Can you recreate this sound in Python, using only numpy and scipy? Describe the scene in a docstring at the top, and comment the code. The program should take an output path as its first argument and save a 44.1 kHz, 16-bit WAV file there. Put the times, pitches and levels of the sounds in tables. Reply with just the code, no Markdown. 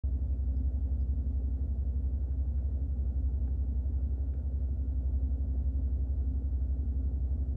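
"""A V8 car idling on a quiet driveway, heard from inside.
One bank's unevenly spaced exhaust pulses throb through the body; gas noise puffs at each firing,
panels shudder once a cycle and the cabin booms along. Fan and belt drive add a soft rush and thin
whines, under a faint hiss and trill. Small chirps come from outside; light taps ring plastic trim."""
import sys
import numpy as np
from scipy import signal
from scipy.fft import rfft, irfft, next_fast_len
from scipy.io import wavfile

SR = 44100
rng = np.random.default_rng(int(sys.argv[2]) if len(sys.argv) > 2 else 0)


def file_out(sig):
    """Save sig as 16-bit WAV at sys.argv[1]."""
    # one column per channel
    cols = np.atleast_2d(sig).T
    # limit, then scale
    lim = np.clip(cols, -1, 1)
    pcm = np.round(lim * 32767).astype(np.int16)
    wavfile.write(sys.argv[1], SR, pcm)


N = 333396

# idle speed excursions: t/s, change/rpm, hold/s
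IDLE_HUNTS = [(-0.238, -4.8, 1.008), (2.115, 14.5, 0.232), (3.876, 19.1, 0.298)]
# exhaust harmonics: multiple of the cycle rate, relative level/dB
EXHAUST_ORDERS = [(5, -39), (8, -20), (9, -24), (10, -23.5), (11, 0), (12, -21.5), (13, -5), (15, -25.5),
                  (16, -14.5), (17, -36), (19, -29), (20, -39), (21, -25.5), (22, -31), (23, -32.5),
                  (24, -25.5), (29, -39), (40, -34), (42, -37), (44, -39), (46, -32.5)]
# rumble of gas and panels: f/Hz, density/(dB/Hz)
RUMBLE_SPECTRUM = [(20, -96.5), (32, -90), (43, -70.5), (68, -71), (86, -71.5), (135, -72), (185, -78),
                   (280, -79), (335, -87.5), (480, -89), (820, -98.5), (1050, -118), (3000, -140)]
# gas noise at each of the eight firings: gain/dB
FIRING_GAINS_DB = [-1.1, 0.9, 0.91, -1.4, -0.17, 0.4, -1.2, -0.6]
# panel shudders: phase/cycles, half length/cycles, f/Hz, lift/dB
PANEL_SHUDDERS = [(0.94, .035, 140, 6.5), (.6, 0.041, 250, 5.5), (.24, .02, 450, 4)]
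# cabin resonances: f/Hz, width/Hz, lift/dB
CABIN_MODES = [(232.7, 31, 6.5), (264.3, 6.2, 8.5), (430, 22, 4), (531, 18, 6), (639, 10, 8)]
# left-right likeness of the noise: f/Hz, coherence
EAR_COHERENCE = [(130, 1), (270, 0.95), (570, 0.66), (800, .5), (1100, 0.08), (1550, 0.13), (2200, 1),
                 (3300, 1), (5000, 0.3), (11600, .25)]
# fan air: f/Hz, density/(dB/Hz)
RUSH_SPECTRUM = [(100, -86.5), (450, -88.5), (800, -99), (1000, -109), (1130, -107.5), (1440, -112),
                 (1540, -111), (1690, -115.5), (1880, -114.3), (2150, -123.5), (3500, -135), (6000, -155)]
# fan and pump tones: f/Hz, level/dB
WHINE_TONES = [(355.3, -72), (637, -75.5), (829, -89.5), (868, -87), (1417, -87.5), (1772, -103)]
# swell of the whines: t/s, gain/dB
WHINE_GAIN = [(0, -2.5), (2.1, -1), (3.4, 2), (7.5, .5)]
# faint steady hiss: f/Hz, density/(dB/Hz)
HISS_SPECTRUM = [(1700, -130), (2300, -127), (2700, -121.5), (3100, -124.5), (4000, -125), (9300, -130),
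                 (12000, -137)]
# thin high tone pair: f/Hz, level/dB
TRILL_TONES = [(9536, -105), (9664, -106)]
# chirps outside: t/s, level/dB, f/Hz, length/s, fractional pitch fall
CHIRP_NOTES = [(0.329, -77, 2490, 0.016, 0.22), (0.567, -71, 5060, 0.0064, 0.05),
               (1.008, -71.5, 4970, .006, 0.063), (1.308, -85, 3360, 0.011, 0.062),
               (2.026, -78.5, 8750, .004, 0.074)]
# taps on the trim: t/s, level/dB, treble corner/Hz, relative scuff/dB, scuff lead-in/s
TRIM_TAPS = [(2.321, -58.5, 1900, -18, .001), (2.581, -57, 2380, -13.5, .003),
             (3.278, -64, 1400, -11, .003), (3.344, -69, 2200, -17, .001), (3.4775, -57, 2100, -17, .005),
             (4.3374, -58, 3800, -19, .0005), (4.3985, -67, 2300, -13, .001)]
# plastic trim resonances: f/Hz, gain/dB, t60/s
TRIM_MODES = [(720, -1, .009), (1040, -2, 0.009), (1480, 0, 0.011), (1850, -4, 0.011), (2380, -3.5, 0.007),
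              (3700, -8, 0.005)]

BANK_SLOTS = (0, 3, 5, 6)  # near bank's firings, of eight per cycle
IDLE_RPM, START_CYCLES = 691.8, .116
PIPE_HZ, PIPE_WIDTH_HZ = 56, 8  # exhaust pipe resonance
EXHAUST_DB, LOSS_DB_PER_RPM = -32, .08  # level falls as speed leaves the pipe resonance


def from_db(db):
    """Decibels to gain."""
    return 10 ** (np.asarray(db) / 20)


def at_hz(points, hz):
    """Interpolate on a log-frequency axis."""
    known_hz, values = np.transpose(points)
    return np.interp(np.log(np.maximum(hz, 1)), np.log(known_hz), values)


def drift(rate_hz):
    """Slow random wander, unit spread."""
    hop = 40
    pole = np.exp(-2 * np.pi * rate_hz * hop / SR)
    white = rng.standard_normal(N // hop + 2002)
    slow = signal.lfilter([1], [1, -2 * pole, pole * pole], white)[2000:]
    return np.interp(np.arange(N) / hop, np.arange(len(slow)), slow / slow.std())


def stereo_noise(spectrum):
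    """Noise of given density; coherence between the ears varies with frequency."""
    size = next_fast_len(N)
    hz = np.arange(size // 2 + 1) * SR / size
    coherence = np.sqrt(np.clip(at_hz(EAR_COHERENCE, hz), 0, 1))
    mid, side = rfft(rng.standard_normal((2, size)))
    side *= np.sqrt((1 - coherence) / (1 + coherence))
    gain = from_db(at_hz(spectrum, hz)) * np.sqrt(SR / 2)
    return irfft(np.array([mid + side, mid - side]) * gain, size)[:, :N]


def crank_rpm(stray_s=.506, pull_back_s=.379, settle_s=.281, overshoot=.594):
    """The idle strays, holds, is pulled back too far and settles."""
    t, rpm = np.arange(N) / SR, np.full(N, IDLE_RPM)
    for start_s, change_rpm, hold_s in IDLE_HUNTS:
        corners_s = start_s + np.cumsum([0, stray_s, hold_s, pull_back_s, settle_s])
        rpm += change_rpm * np.interp(t, corners_s, [0, 1, 1, -overshoot, 0])
    return rpm


def exhaust(cycles, flutter_db=.08, roughness=.0083):
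    """One bank fires at uneven gaps, so orders 11 and 13 beat twice a cycle."""
    out, cycle_hz = np.zeros(N), np.mean(np.diff(cycles)) * SR
    for order, level_db in EXHAUST_ORDERS:
        bank_rad = np.angle(np.sum(np.exp(-2j * np.pi * order * np.array(BANK_SLOTS) / 8)))
        pipe_lag_rad = np.arctan(2 * (order * cycle_hz - PIPE_HZ) / PIPE_WIDTH_HZ)
        waver = 1 + roughness * order * drift(5.6)  # uneven burning shakes high orders most
        out -= from_db(level_db) * waver * np.cos(2 * np.pi * order * cycles + bank_rad - pipe_lag_rad)
    return np.sqrt(2) * out * from_db(flutter_db * drift(7.7))


def gas_rumble(cycles, puff_depth=.18):
    """Gas noise swells at each firing, each cylinder at its own strength."""
    firings = 8 * cycles
    strength_db = np.interp(firings, np.arange(8), FIRING_GAINS_DB, period=8)
    puffs = 1 + puff_depth * np.cos(2 * np.pi * firings)
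    return stereo_noise(RUMBLE_SPECTRUM) * from_db(strength_db) * puffs


def panel_shudder(gas, cycles):
    """Each panel lifts its own band of the rumble once a cycle."""
    out = gas.copy()
    for at_cycles, half_cycles, hz, lift_db in PANEL_SHUDDERS:
        octave = signal.butter(2, [hz / 2 ** .5, hz * 2 ** .5], "band", fs=SR, output="sos")
        offset_cycles = (cycles - at_cycles + .5) % 1 - .5
        swell = np.exp(-(offset_cycles / half_cycles) ** 2)
        out += (from_db(lift_db) - 1) * swell * signal.sosfiltfilt(octave, gas)
    return out


def cabin_boom(engine):
    """Standing waves lift the engine sound near their frequencies."""
    out = engine.copy()
    for hz, width_hz, lift_db in CABIN_MODES:
        pole = np.exp(-np.pi * width_hz / SR)
        feedback = [1, -2 * pole * np.cos(2 * np.pi * hz / SR), pole * pole]
        boom = signal.lfilter([1, 0, -1], feedback, engine) * (1 - pole * pole) / 2
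        out += (from_db(lift_db) - 1) * boom
    return out


def fan_rush(flicker_db=1.1):
    """Fan air noise, flickering in level."""
    return stereo_noise(RUSH_SPECTRUM) * from_db(flicker_db * drift(26))


def whines(wander_hz=1.5, flutter_db=2.5):
    """Fan and pump tones waver in pitch and level and swell slightly."""
    out = np.zeros(N)
    swell_db = np.interp(np.arange(N) / SR, *np.transpose(WHINE_GAIN))
    for hz, level_db in WHINE_TONES:
        turns = np.cumsum(hz + wander_hz * drift(3)) / SR
        out += from_db(level_db + flutter_db * drift(9)) * np.sin(2 * np.pi * turns)
    return np.sqrt(2) * from_db(swell_db) * out


def trill(cycles, depth=.6):
    """Two high tones swell twice per engine cycle."""
    t = np.arange(N) / SR
    throb = 1 + depth * np.cos(4 * np.pi * (cycles - .44))
    tones = sum(from_db(level_db) * np.sin(2 * np.pi * hz * t) for hz, level_db in TRILL_TONES)
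    return np.sqrt(2) * throb * tones


def chirps(spacing_s=.008, fade_db=8.5, count=4, roughness=.02, trembles_per_s=700):
    """Short, rough falling notes, each with fainter repeats."""
    out = np.zeros(N)
    for start_s, level_db, hz, length_s, fall in CHIRP_NOTES:
        progress = np.linspace(0, 1, int(length_s * SR))
        for k in range(count):
            tremble = np.interp(progress * length_s * trembles_per_s, range(32), rng.standard_normal(32))
            turns = np.cumsum(hz * (1 - fall * (progress - .5) + roughness * tremble)) / SR
            envelope = from_db(level_db - fade_db * np.sqrt(k)) * np.sin(np.pi * progress)
            at = int((start_s + k * spacing_s) * SR)
            out[at:at + len(progress)] += envelope * np.sin(2 * np.pi * turns)
    return out


def reflections(direct, t60_s, wet_db=-6):
    """Direct sound plus a short diffuse tail per ear."""
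    t = np.arange(SR // 4) / SR
    tail = rng.standard_normal((2, len(t))) * 1000 ** (-t / t60_s)
    tail /= np.sqrt(np.sum(tail ** 2, axis=1, keepdims=True))
    return direct + from_db(wet_db) * signal.fftconvolve(direct[None], tail, axes=1)[:, :N]


def ring(force, hz, t60_s):
    """Damped mode: a unit impulse starts a unit sine."""
    pole, step_rad = 1000 ** (-1 / (t60_s * SR)), 2 * np.pi * hz / SR
    feedback = [1, -2 * pole * np.cos(step_rad), pole * pole]
    return signal.lfilter([0, np.sin(step_rad)], feedback, force + 1e-18)


def taps(scuff_s=.03, slips_per_s=1300):
    """Each tap brushes the trim, rings it with its own brightness and slides on in tiny slips."""
    out, lead_samples = np.zeros(N), SR // 40
    t = (np.arange(SR // 7) - lead_samples) / SR
    for hit_s, level_db, corner_hz, scuff_db, lead_s in TRIM_TAPS:
        contact = np.exp(-np.abs(t) / np.where(t < 0, lead_s, scuff_s))
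        slips = (rng.random(len(t)) < slips_per_s / SR) * from_db(scuff_db) * contact
        at = int(hit_s * SR) - lead_samples
        for k, (hz, mode_db, t60_s) in enumerate(TRIM_MODES):
            force = slips * rng.standard_normal(len(t))
            force[lead_samples] = 1  # the strike
            gain = from_db(level_db + mode_db) / (1 + (hz / corner_hz) ** 4)
            out[at:at + len(t)] += (-1) ** k * gain * ring(force, hz, t60_s)
    return out


def scene():
    """Crank speed sets exhaust pitch and level and the rumble's beat; small sounds lie on top."""
    rpm = crank_rpm()
    cycles = START_CYCLES + np.cumsum(rpm / 60 / 2) / SR  # four-stroke: two turns a cycle
    exhaust_db = EXHAUST_DB - LOSS_DB_PER_RPM * (rpm - IDLE_RPM)
    engine = from_db(exhaust_db) * exhaust(cycles) + panel_shudder(gas_rumble(cycles), cycles)
    fan = fan_rush() + whines()
    touches = reflections(taps(), t60_s=.098)
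    outside = reflections(chirps(), t60_s=.085)
    return cabin_boom(engine) + fan + stereo_noise(HISS_SPECTRUM) + trill(cycles) + outside + touches


def record(dry):
    """Short fades at both ends, then a steep low-pass."""
    start_s, fade_s, cutoff_hz = .036, .004, 12250
    t = np.arange(N) / SR
    gate = np.clip(np.minimum(t - start_s, t[-1] - t) / fade_s, 0, 1)
    return signal.sosfiltfilt(signal.butter(12, cutoff_hz, fs=SR, output="sos"), dry * gate)


dry = scene()
out = record(dry)
file_out(out)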